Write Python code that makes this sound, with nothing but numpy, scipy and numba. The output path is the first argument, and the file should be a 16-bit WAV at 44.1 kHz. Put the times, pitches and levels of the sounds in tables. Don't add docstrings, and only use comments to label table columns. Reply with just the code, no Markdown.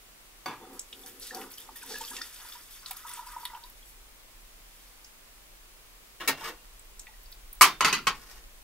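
import sys
import numpy as np
from scipy import signal
from scipy.fft import rfft, irfft, next_fast_len
from scipy.io import wavfile
from scipy.ndimage import uniform_filter1d
from numba import njit

SR = 44100
rng = np.random.default_rng(int(sys.argv[2]) if len(sys.argv) > 2 else 0)


def materialize(psi):
    bounded = np.clip(np.atleast_2d(psi).T, -1, 1)
    quanta = np.round(bounded * 32767).astype(np.int16)
    wavfile.write(sys.argv[1], SR, quanta)


def volts_from_decibels(level):
    exponent = np.asarray(level, float) / 20
    return 10 ** exponent


N = 380583

# (time [s], level [dB])
RUMBLE = [
    (0, -60.5),
    (.5, -63),
    (2.6, -61),
    (3.9, -56),
    (6.6, -60),
    (7.0, -53.5),
    (8.63, -51.5),
]
# (frequency [Hz], level [dB per Hz])
ROOM_TONE = [(32, -18), (55, -36), (65, -11.5), (264, -13.5), (360, -13), (406, -13.5), (933, -13),
             (1050, -12.5), (1570, -15), (2200, -13.5), (5820, -17.5), (15100, -18.5), (16200, -15)]
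# (frequency [Hz], level [dB])
PORTS_FAR = [(60, -17), (110, -2), (200, 1), (380, -3.5), (700, 0.5), (1290, -1), (2380, 1), (4400, 2),
             (8120, 0), (15000, 0.5)]
# (frequency [Hz], level [dB])
PORTS_CLOSE = [(60, -11), (110, -12), (200, -16), (380, -16), (700, -13), (1290, -12), (2380, -6),
               (4400, -2), (8120, -1), (15000, 1)]

# (time [s], peak [dB], brightness [dB], damping [0-1], low-mode weight [dB])
DISH_KNOCKS = [
    (.459, -26.5, -4, 0.04, -2.5),
    (.481, -37.5, -12, 0, -15),
    (.508, -39.5, -9, 0, -4),
    (.53, -46, -8.5, .1, -8),
]
# (frequency [Hz], level [dB], t60 [s])
DISH_KNOCK_MODES = [(345, 3.5, 0.24), (748, 10, 0.25), (930, 4, 0.23), (1110, 3, 0.22), (1490, 3, 0.2),
                    (1668, 2, 0.21), (2220, -6, 0.15), (2690, -8, 0.44), (3500, 2, 0.13), (4620, 8.5, 0.051),
                    (6080, 7, 0.046)]
# (frequency [Hz], level [dB per Hz])
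DISH_COLOUR = [(59, -43), (100, -19), (350, -10), (648, -14), (1130, 2.5), (1390, -20), (2170, -14),
               (3780, -24.5), (6290, -24), (16000, -24)]

# (time [s], peak [dB], brightness [dB], damping [0-1], low-mode weight [dB])
LIFT_JOLTS = [
    (6.276, -16, 5, 0.15, -5),
    (6.284, -17.5, 3, 0.21, -1),
]
# (frequency [Hz], level [dB], t60 [s])
SIDE_GRATE_MODES = [(271, -4, 0.2), (448, -5, 0.18), (899, 2, 0.11), (1130, -3, 0.18), (1310, -4, 0.2),
                    (1615, -16, 0.15), (1730, -7, 0.15), (1860, -7.5, 0.22), (2260, 4, 0.14),
                    (2700, 11, 0.067), (2750, -9, 0.52), (3070, -4, .12), (3780, -3.5, 0.18),
                    (4800, -6, .1)]
# (frequency [Hz], level [dB per Hz])
SIDE_GRATE_COLOUR = [(47, -51.5), (80, -5.5), (453, 1.5), (604, -0.5), (882, -2.5), (1540, -1.5),
                     (1800, -3), (2400, -6), (10900, -8.5), (16200, -8.5)]
# (time [s], hold [s], pressure [dB], edge against body [dB])
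SCRAPES = [
    (6.196, 0.012, -34.5, -11),
    (6.227, 0.016, -53, -4),
    (6.367, 0.021, -46, -7),
    (6.394, 0.034, -41, -4.5),
    (6.436, 0.047, -39, -5),
    (8.143, 0.088, -55, -0.5),
    (8.258, 0.11, -55, 1.5),
]
# (frequency [Hz], level [dB per Hz])
SCRAPE_COLOUR = [(59, -53), (100, -30), (463, -5.5), (561, -13.5), (1260, -6), (2050, -13), (9120, -21),
                 (10600, -23.5), (14600, -20), (16200, -33)]

# (time [s], peak [dB], brightness [dB], damping [0-1], low-mode weight [dB])
LANDING = [
    (7.61, -1.5, -7, 0.17, 1),
    (7.618, -6, 9, 0.13, -3),
    (7.629, -11.5, -1.5, 0.054, -2.5),
    (7.641, -19.5, -0.5, 0.08, 0.5),
]
# (frequency [Hz], level [dB], t60 [s])
GRATE_MODES = [(1013, 1.5, 0.094), (1093, 9.5, 0.06), (1150, -2, 0.18), (1257, 4, 0.062), (1340, -2, 0.21),
               (1600, -13, 0.26), (1880, -13.5, 0.16), (2277, -4.5, 0.22), (2895, 4.5, 0.081),
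               (3225, -8.5, 0.23), (3600, -15, 0.45), (4188, -9, 0.11), (5028, -18, .15), (6115, -7, .086)]
# (frequency [Hz], level [dB per Hz])
GRATE_COLOUR = [(35, -53), (60, -28), (262, -16), (410, -13), (506, -21.5), (686, -16.5), (1070, -1),
                (1710, -10.5), (2060, -7), (3450, -12.5), (4680, -9), (8810, -9.5), (13800, -14.5),
                (16200, -22)]
# (time [s], peak [dB], brightness [dB], damping [0-1], low-mode weight [dB])
ROCKS = [
    (7.807, -13.5, -9.5, 0.31, 0),
    (7.825, -20, -14, .2, 4),
    (7.846, -11, -11, 0.033, -1.5),
    (7.881, -23, -11, 0.077, -7.5),
    (7.927, -17.5, -11, 0.085, -7.5),
    (7.991, -41, -15.5, .1, 6),
    (8.069, -13, -11, 0.24, -3),
]
# (frequency [Hz], level [dB], t60 [s])
ROCK_MODES = [(1071, 10, 0.067), (1150, 3, 0.11), (1283, 2.5, 0.11), (1330, 4, 0.14), (1400, -0.5, 0.19),
              (1990, -13, 0.14), (2220, 1.5, 0.091), (2570, -4, 0.089), (2650, -7, 0.19), (2970, -8.5, .14),
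              (3200, -12, .14), (3860, -12, 0.099), (4550, -3.5, 0.25), (4530, -12, 0.21)]
# (frequency [Hz], t60 [s])
METAL_DECAY = [(100, 0.62), (400, 0.32), (1200, 0.23), (4000, 0.3), (9000, 0.056), (16000, 0.29)]
# (time [s], peak [dB], frequency [Hz], ring [s])
PINGS = [(6.395, -45, 2770, 0.12), (6.455, -42, 2800, .12), (6.51, -54, 2700, .3), (6.413, -40, 900, .1),
         (6.435, -38, 1150, .1), (6.456, -33, 1220, .08), (6.448, -45, 4800, .15),
         (6.212, -36, 2950, 0.027), (6.58, -59, 2770, .3), (6.278, -27, 3990, 0.088),
         (6.28, -29, 1852, 0.14), (7.615, -25, 396, 0.15), (7.62, -21, 2902, 0.092),
         (7.629, -16, 3050, .04), (7.622, -19, 2650, .05), (7.63, -27, 3225, 0.14),
         (.46, -47.5, 3500, 0.31), (.46, -40, 2220, .07), (.62, -59, 3500, .3), (1.36, -38.5, 770, 0.18),
         (7.611, -22, 6200, .04), (7.807, -19, 6380, .045), (7.822, -24.5, 2960, 0.055),
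         (7.846, -16.5, 6700, 0.035), (7.847, -25.5, 2200, .08), (7.865, -29, 4550, .13),
         (7.895, -32, 4900, .1), (7.881, -17.5, 1330, 0.046), (7.927, -17, 6300, .03),
         (7.928, -22, 6400, 0.033), (7.927, -21, 2540, 0.056), (7.929, -27.5, 1992, 0.14),
         (7.94, -32, 4700, 0.15), (7.96, -43, 4900, .12), (7.99, -35, 1393, 0.059),
         (8.07, -26, 2568, 0.082), (8.07, -23.5, 3040, 0.067), (8.07, -35, 760, .08),
         (8.073, -23, 6750, 0.04), (8.074, -36, 4550, 0.12)]

# (time [s], peak [dB], centre [Hz])
SPATTERS = [(0.793, -18, 7140), (0.927, -32, 3150), (1.061, -35, 5840), (1.197, -35.5, 10600),
            (1.2284, -40, 4170), (1.347, -26, 5340), (1.414, -35, 2570), (1.517, -34.5, 12900),
            (1.539, -34, 5700), (1.7614, -43, 9700), (1.9837, -31, 7000), (2.216, -23, 5200),
            (2.8598, -28, 4300), (2.9672, -33, 12900), (3.0928, -26, 9800), (3.135, -24.5, 8260),
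            (3.3194, -33, 10100), (3.4524, -24, 3660), (3.548, -40.5, 2900), (3.637, -37, 4100),
            (3.698, -39.5, 12800), (5.045, -34, 5940), (6.794, -36.5, 8300), (6.994, -24.5, 6870),
            (7.069, -35.5, 2220), (7.2333, -39.5, 13500), (7.2585, -42.5, 4830), (7.318, -35, 13200),
            (7.324, -38.5, 4480), (7.529, -31.5, 12000)]
# (time [s], peak [dB], centre [Hz], width [octaves], ring [s])
SPLASHES = [
    (1.205, -33, 5550, 0.8, 0.58),
    (1.265, -39, 4200, 0.67, 0.22),
    (1.875, -31, 5400, 0.79, 0.82),
    (2.166, -29, 2900, .4, 0.017),
    (2.88, -33, 7100, 0.23, 0.025),
    (2.011, -28, 7800, 0.34, .04),
    (2.909, -18, 10500, 1, 0.045),
    (2.911, -32.5, 2620, 1.0, 0.056),
    (3.452, -24.5, 9600, 0.5, .036),
]
# (time [s], peak [dB], centre [Hz])
FLICKS = [(1.0133, -43, 11700), (1.2682, -31, 9310), (1.3465, -31.5, 11500), (1.4084, -36.5, 12000),
          (1.5022, -37, 13500), (1.581, -31.5, 12300), (1.601, -36, 11500), (1.8289, -33, 8000),
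          (1.8614, -35, 11600), (1.9821, -28.5, 13500), (2.1033, -31, 9500), (2.1333, -36, 9090),
          (2.1657, -28.5, 6400), (2.3428, -33, 10300)]
# (time [s], peak [dB], frequency [Hz], ring [s], glide [share])
BUBBLES = [(.619, -42, 870, 0.031, 0.049), (1.037, -46, 755, 0.049, .08),
           (1.308, -28.5, 1745, 0.019, 0.094), (1.346, -35.5, 746, 0.033, -0.041),
           (1.689, -33, 820, 0.019, 0.23), (1.690, -34, 1130, 0.012, 0.009),
           (1.758, -38.5, 1820, 0.024, 0.093), (1.818, -40, 2450, .015, 0.062),
           (1.825, -36.5, 1670, 0.028, -0.45), (1.836, -38.5, 940, 0.02, 0), (1.908, -38, 800, 0.036, .25),
           (1.905, -39, 420, 0.066, .2), (1.935, -38.5, 475, 0.063, -.2), (2.01, -45, 480, 0.075, 0),
           (1.93, -43, 705, .04, .2), (1.96, -33, 2600, .012, .2), (2.038, -39, 2550, .015, .1),
           (1.942, -29.5, 1750, .016, -0.064), (1.952, -29, 1686, 0.045, 0.019),
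           (2.007, -30, 899, 0.036, 0.043), (2.037, -38, 1110, 0.033, 0.21),
           (2.113, -36, 1650, .025, -0.0094), (2.113, -38, 930, 0.022, 0.11), (2.128, -43, 1150, .04, .4),
           (2.176, -36, 2750, .02, 0), (2.183, -34, 1840, .025, 0), (2.213, -29.5, 1400, 0.012, -0.038),
           (2.215, -28, 1815, 0.015, 0.074), (2.212, -35, 3600, 0.037, 0.0022),
           (2.449, -42, 930, 0.027, 0.12), (2.55, -41, 958, 0.051, 0.023), (2.874, -41, 1150, 0.027, 0.038),
           (2.905, -38.5, 764, 0.04, 0.0049), (2.907, -36.5, 954, 0.028, 0.021)]
# (time [s], peak [dB], frequency [Hz])
DROPS = [(1.0355, -39, 3490), (1.5813, -33.5, 3090), (1.6147, -36, 3500), (2.0145, -33, 3150),
         (2.0805, -31, 3200), (2.522, -31.5, 3500), (3.0804, -39, 3430), (3.829, -43, 3280),
         (1.07, -46, 1650), (7.085, -46, 860), (7.138, -46, 1880)]
# (time [s], peak [dB], frequency [Hz], ring [s])
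POPS = [(3.049, -35.5, 937, 0.023), (3.056, -36, 1264, 0.024), (3.093, -42.5, 1950, 0.016),
        (3.097, -41, 950, 0.046), (3.113, -49, 930, .04), (3.14, -51, 930, .03), (3.173, -37, 930, 0.021),
        (3.19, -29, 950, 0.024), (3.222, -40, 900, 0.028), (3.266, -38, 958, 0.034),
        (3.283, -38, 952, 0.022), (3.325, -44, 952, 0.044), (3.334, -40.5, 1224, .04),
        (3.364, -26.5, 933, 0.017), (3.403, -42, 907, 0.019), (3.43, -34.5, 930, 0.025),
        (3.453, -35.5, 960, 0.023), (3.453, -32, 1930, 0.008), (3.497, -43, 950, .035),
        (3.498, -42, 1950, 0.013), (3.515, -42, 930, 0.02), (3.534, -32.5, 900, 0.019),
        (3.549, -30.5, 930, 0.018), (3.569, -38.5, 883, 0.022), (3.625, -49, 930, 0.037),
        (3.641, -43, 970, 0.028)]
# (frequency [Hz], spread [Hz], level [dB])
GURGLE_SIZES = [(1230, 90, 3), (1480, 110, -1), (1900, 160, -3)]
# (time [s], hold [s], gurgle [dB])
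GLUGS = [
    (2.4, 0.14, -61.5),
    (2.804, 0.16, -57),
    (3.016, 0.17, -52.5),
    (3.266, 0.26, -56.5),
    (3.607, 0.036, -75),
]
# (time [s], hold [s], slosh [dB], gurgle [dB])
SURGES = [
    (0.45, 0.027, -52.5, -50),
    (0.58, 0.14, -52.5, -62),
    (0.897, 0.066, -58.5, -73),
    (1.005, 0.098, -57, -73),
    (1.135, 0.15, -67, -85),
    (1.296, 0.096, -47.5, -51.5),
    (1.56, 0.34, -64, -72),
    (1.858, 0.081, -56.5, -63),
    (2.08, 0.083, -57, -59),
    (2.362, 0.018, -83, -62),
]
# (frequency [Hz], width [Hz], level [dB])
PAN_AIR = [(225, 43, -7), (271, 17.5, 1), (374, 60, 0.5), (480, 48, -2)]
# (time [s], flow [dB], thickness, coarse against fine spray [dB])
STREAM = [(.68, -74, -1), (.95, -63.5, 0), (1.7, -67.5, 7), (1.92, -53, 8), (2.06, -57, 8.5),
          (2.3, -56.5, 8.5), (2.68, -60, 4.5), (3.1, -62.5, 4.5), (3.6, -64, 5), (4.02, -94, -23),
          (4.55, -76, 6), (4.85, -66, 4), (5.1, -82, 11)]
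# (time [s], hold [s], flow [dB])
GUSHES = [(0.73, 0.015, -62), (0.99, .03, -61.5), (1.058, 0.015, -53.5), (1.209, 0.087, -57),
          (1.338, 0.098, -57.5), (1.506, 0.025, -59), (1.572, 0.045, -59.5), (1.755, 0.012, -57.5),
          (1.815, 0.01, -71), (2.01, 0.055, -61), (2.098, 0.057, -60.5), (2.36, 0.091, -67),
          (2.483, 0.042, -63), (2.706, 0.063, -65), (2.858, 0.01, -55), (2.961, 0.0074, -52),
          (3.064, 0.11, -56), (3.26, 0.06, -60), (3.397, 0.027, -59.5), (3.65, 0.0073, -62),
          (3.77, 0.011, -63), (3.85, 0.055, -60)]
# (frequency [Hz], level [dB per Hz])
SPRAY_COLOUR = [(1060, 5.5), (1800, -6), (2090, -11), (3490, -4), (4080, -12), (5040, -6.5), (6580, 0),
                (15100, 0.5), (16200, -34)]
# (frequency [Hz], width [Hz], level [dB])
PAN_WALL = [(3560, 160, -5), (4400, 120, -9), (5600, 1600, -20)]


def level(x, db=0):
    return x * volts_from_decibels(db) / np.sqrt(np.mean(x ** 2))


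def column(rows, index):
    return np.array(rows)[:, index]


def read(table, hz):
    return np.interp(np.log(np.maximum(hz, 1)), np.log(column(table, 0)), column(table, 1))


def curve(rows, index):
    db = np.interp(np.arange(N) / SR, column(rows, 0), column(rows, index), left=-150, right=-150)
    return volts_from_decibels(db)


def swells(rows, db, rise_s, fall_db_s):
    t, out = np.arange(N) / SR, 0
    for (s, hold, *_), top_db in zip(rows, db):
        rise = np.clip((t - s) / rise_s, 0, 1)
        falling_s = np.maximum(t - s - rise_s - hold, 0)
        out = out + rise ** 2 * volts_from_decibels(top_db - fall_db_s * falling_s)
    return out


def walk(rate):
    k = int(SR / rate)
    held = np.repeat(rng.standard_normal(N // k + 1), k)
    return uniform_filter1d(uniform_filter1d(held, k), k)[:N]


def colour(x, gain):
    size = next_fast_len(x.shape[-1])
    hz = np.arange(size // 2 + 1) * SR / size
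    return irfft(rfft(x, size) * gain(hz), size)[..., :x.shape[-1]]


def bell(hz, octaves):
    return lambda f: np.exp(-(np.log2(np.maximum(f, 1) / hz) / octaves) ** 2)


def peaks(table):
    return lambda f: sum(volts_from_decibels(db) / np.abs(1 + 2j * (f - hz) / width) ** 2 for hz, width, db in table)


def add(out, s, sound):
    i = int(s * SR)
    out[..., i:i + sound.shape[-1]] += sound[..., :N - i]


def ports(mid, side, table):
    mid = colour(mid, lambda hz: 1 / np.sqrt(1 + volts_from_decibels(2 * read(table, hz))))
    side = colour(side, lambda hz: 1 / np.sqrt(1 + volts_from_decibels(-2 * read(table, hz))))
    return np.array([mid + side, mid - side])


@njit
def grains(start, hz, t60, size, glide, rise):
    out = np.zeros(N)
    for k in range(len(start)):
        phase = 0.
        for i in range(min(int(t60[k] * SR), N - start[k])):
            u = i / (t60[k] * SR)
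            phase += 2 * np.pi * hz[k] * (1 + glide[k] * u) / SR
            out[start[k] + i] += size[k] * (1 - np.exp(-u / rise)) * np.exp(-6.9 * u) * np.sin(phase)
    return out


def background():
    tone = colour(rng.standard_normal((2, N)), lambda f: volts_from_decibels(read(ROOM_TONE, f)))
    rumble = colour(rng.standard_normal((2, N)), peaks([(27, 16, 0), (42, 12, 20 * np.log10(.5))]))
    hiss = level(ports(*tone, PORTS_FAR)) * volts_from_decibels(-53)
    rumble = level(ports(*rumble, PORTS_FAR)) * curve(RUMBLE, 1)
    return hiss + rumble * volts_from_decibels(2 * walk(3.03))


def kitchen(x):
    echo_t60_s, echo_db = .16, -10
    t = np.arange(int(.3 * SR)) / SR
    echo = rng.standard_normal((2, len(t))) * np.exp(-np.log(1000) * t / echo_t60_s) * (t > .002)
    echo = colour(ports(*echo, PORTS_CLOSE), lambda f: 1 / np.sqrt(1 + (f / 5000) ** 2))
    echo = echo / np.sqrt(np.sum(echo[0] ** 2))
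    wet = signal.fftconvolve(echo, x[None], axes=1)[:, :N]
    low = colour(x, lambda f: 1 / (1 + (f / 6500) ** 6))
    housing = rng.standard_normal((2, 1024)) * np.exp(-np.arange(1024) / 70)
    common, apart = np.angle(rfft(housing))
    turn = np.pi / 4 + 0.18 * np.sin(apart)
    housing = irfft(np.exp(1j * (common + np.array([turn, -turn]))))
    treble = signal.fftconvolve(housing, (x - low)[None], axes=1)[:, :N]
    return np.array([low, np.roll(low, 2)]) + treble + volts_from_decibels(echo_db) * wet


def strike(modes, spectrum, modes_db, damping):
    t = np.arange(16384) / SR

    def fade(hz, t60):
        return np.exp(-np.outer(np.log(1000) / t60 + 60 * damping * np.sqrt(hz / 2000), t))

    hz, db, t60 = np.transpose(modes)
    common_and_apart_db = np.array([[0], [-4]])
    stir = volts_from_decibels(db + modes_db + 2.5 * rng.standard_normal(len(hz)) + common_and_apart_db)
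    phase = 2 * np.pi * rng.random((2, len(hz), 1))
    ringing = np.sin(2 * np.pi * np.outer(hz, t) + phase) * fade(hz / 4, np.clip(t60, .03, .45))
    lines = np.einsum("cm,cmt->ct", stir, ringing)
    noise = level(colour(rng.standard_normal((2, len(t))), lambda f: volts_from_decibels(read(spectrum, f))))
    crowd = 0
    for f in 62.5 * 2 ** np.arange(0, 8.1, .5):
        crowd = crowd + colour(noise, bell(f, .6)) * fade(f, read(METAL_DECAY, f))
    return ports(*(lines + crowd), PORTS_CLOSE) * np.minimum(t / 0.00067, 1)


def knocks(rows, modes, spectrum, modes_db, bass_db):
    rattle_s = 0.0076
    out = np.zeros((2, N))
    t = np.arange(int(.06 * SR)) / SR
    for s, db, treble_db, damping, low_db in rows:
        contacts = (rng.random(len(t)) < .012) * rng.standard_normal(len(t)) * np.exp(-t / rattle_s)
        contacts[0] = 2.4
        shelves = [(350, bass_db), (800, low_db), (1500, low_db), (1900, 0), (3000, 0), (10000, treble_db)]
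        shaped = [(f, level_db + read(shelves, f)) for f, level_db in spectrum]
        weighted = [(f, mode_db + low_db * (f < 1500), t60) for f, mode_db, t60 in modes]
        blow = strike(weighted, shaped, modes_db, damping)
        sound = signal.fftconvolve(blow, contacts[None], axes=1)
        onset = np.sqrt(np.mean(sound[:, :600] ** 2))
        add(out, s, sound * volts_from_decibels(db) / onset * 0.5)
    return out


def scrapes():
    slips = level((rng.random(N) < .03) * rng.standard_normal(N) * volts_from_decibels(2 * walk(60)))
    ring = strike(SIDE_GRATE_MODES, SCRAPE_COLOUR, modes_db=-20, damping=0.7)
    press_db, edge_db = np.transpose(SCRAPES)[2:]
    body = (675, 4250, press_db)
    edge = (4250, SR, press_db + edge_db)
    drum = (0, 675, press_db - 10)
    out = 0
    for lo, hi, db in (body, edge, drum):
        part = colour(ring, lambda f: (f >= lo) * (f < hi))
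        part = part / np.sqrt(np.sum(part[0] ** 2))
        push = swells(SCRAPES, db, rise_s=0.0049, fall_db_s=369)
        out = out + signal.fftconvolve(part, (slips * push)[None], axes=1)[:, :N]
    return volts_from_decibels(-1) * out


def spatters(rows):
    out = np.zeros(N)
    t = np.arange(8192) / SR
    for s, db, hz, octaves, ring in rows:
        noise = rng.standard_normal(len(t))
        rise_s = max(2.1 / hz, (ring - .1) / 20)
        burst = level(colour(noise, bell(hz, octaves)))
        burst = burst * np.minimum(t / rise_s, 1) * np.exp(-np.log(1000) * t / ring)
        snap = level(colour(noise, bell(hz, 1.2)), -7) * np.exp(-t / 0.004)
        both = burst + snap
        add(out, s, both * volts_from_decibels(db + 0.5) / np.abs(both).max())
    return out


def tones(rows, gain_db, swell):
    s, db, hz, ring, glide = np.transpose(rows).copy()
    return grains((s * SR).astype(np.int64), hz, np.clip(ring, .005, .5), volts_from_decibels(db + gain_db), glide, swell)


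def bubbles():
    drops = []
    for s, db, hz in DROPS:
        ring = 0.024 * 2 ** (-(db + 38) / 32) * (hz / 1000) ** -.45
        drops.append((s, db, hz, ring, 0.05))
    pops = [(s, db + 15, hz, ring * 1.3, .09) for s, db, hz, ring in POPS]
    pings = [(*row, 0) for row in PINGS]
    return tones(list(BUBBLES) + drops, 9, .23) + tones(pops, 0, .5) + tones(pings, 0, .01)


def gurgle(count=6000):
    kind = np.array(GURGLE_SIZES)[rng.integers(0, len(GURGLE_SIZES), count)]
    when, pitch = rng.random(count), rng.standard_normal(count)
    size, ring = rng.exponential(size=count), rng.random(count)
    loudness = volts_from_decibels(kind[:, 2] + 3 * np.minimum(size, 2))

    def crowd(when, hz):
        start = (when * N).astype(np.int64)
        return level(grains(start, hz, (15 + 25 * ring) / hz, loudness, np.full(count, .05), .12))

    small = crowd(when, kind[:, 0] + kind[:, 1] * pitch)
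    big = crowd(when[::-1].copy(), 900 * 1.12 ** pitch)
    surges = swells(SURGES, column(SURGES, 3), rise_s=0.037, fall_db_s=199)
    glugs = swells(GLUGS, column(GLUGS, 2), rise_s=0.024, fall_db_s=148)
    return small * (surges + glugs) + big * surges * volts_from_decibels(-1)


def slosh():
    surge = rng.standard_normal(N) * volts_from_decibels(2.6 * walk(30.53))
    flow = swells(SURGES, column(SURGES, 2), rise_s=0.037, fall_db_s=199)
    overtone = level(colour(surge, peaks([(764, 49, 0)])), -1) * np.minimum(flow / volts_from_decibels(-41.5), 1)
    return (level(colour(surge, peaks(PAN_AIR))) + overtone) * flow


def spray(count=5000):
    when, pitch, size = rng.random(count), rng.random(count), rng.exponential(size=count)
    hz = 4200 * 3.5 ** pitch
    start, loudness = (when * N).astype(np.int64), volts_from_decibels(4 * np.minimum(size, 2.5))
    fizz = level(grains(start, hz, 22 / hz, loudness, np.full(count, .2), 0.07), -8)
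    throb = volts_from_decibels(2 * walk(50))
    hiss = 0
    for centre_hz in (2200, 4400, 8800, 15000):
        band = rng.standard_normal(N) * throb * volts_from_decibels(3.5 * walk(40))
        hiss = hiss + colour(band, bell(centre_hz, .7))
    wall = peaks(PAN_WALL)
    both = colour(level(hiss, -3) + fizz, lambda f: volts_from_decibels(read(SPRAY_COLOUR, f)) * (1 + wall(f)))
    fine = colour(both, lambda f: 1 / np.sqrt(1 + (6500 / (f + 1)) ** 8))
    coarse = level(both - fine, -3.5) * curve(STREAM, 2)
    gushes = swells(GUSHES, column(GUSHES, 2), rise_s=0.0024, fall_db_s=355)
    return (curve(STREAM, 1) + gushes) * (level(fine, 4.8) + coarse)


def scene():
    liquid = spray() + slosh() + gurgle() + bubbles()
    liquid = liquid + spatters([(*row, 0.28, 0.03) for row in SPATTERS] + list(SPLASHES))
    landing = knocks(LANDING, GRATE_MODES, GRATE_COLOUR, modes_db=-4, bass_db=-2)
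    rocking = knocks(ROCKS, ROCK_MODES, GRATE_COLOUR, modes_db=-3, bass_db=-1.7)
    lifting = knocks(LIFT_JOLTS, SIDE_GRATE_MODES, SIDE_GRATE_COLOUR, modes_db=-9, bass_db=-12.5) + scrapes()
    dish = knocks(DISH_KNOCKS, DISH_KNOCK_MODES, DISH_COLOUR, modes_db=-5, bass_db=-4.5)
    metal = landing + rocking + lifting + dish
    close = kitchen(liquid) + metal + background()
    return close + kitchen(spatters([(*row, .5, .04) for row in FLICKS]))


def roll_off(x):
    return signal.sosfilt(signal.butter(12, 16650, fs=SR, output="sos"), x)


def record(dry):
    rounded = .86 * np.tanh(dry / .86)
    mix = colour(rounded, lambda f: np.where(f < 15750, 1, volts_from_decibels(-31)))
    return roll_off(mix)


dry = scene()
out = record(dry)
materialize(out)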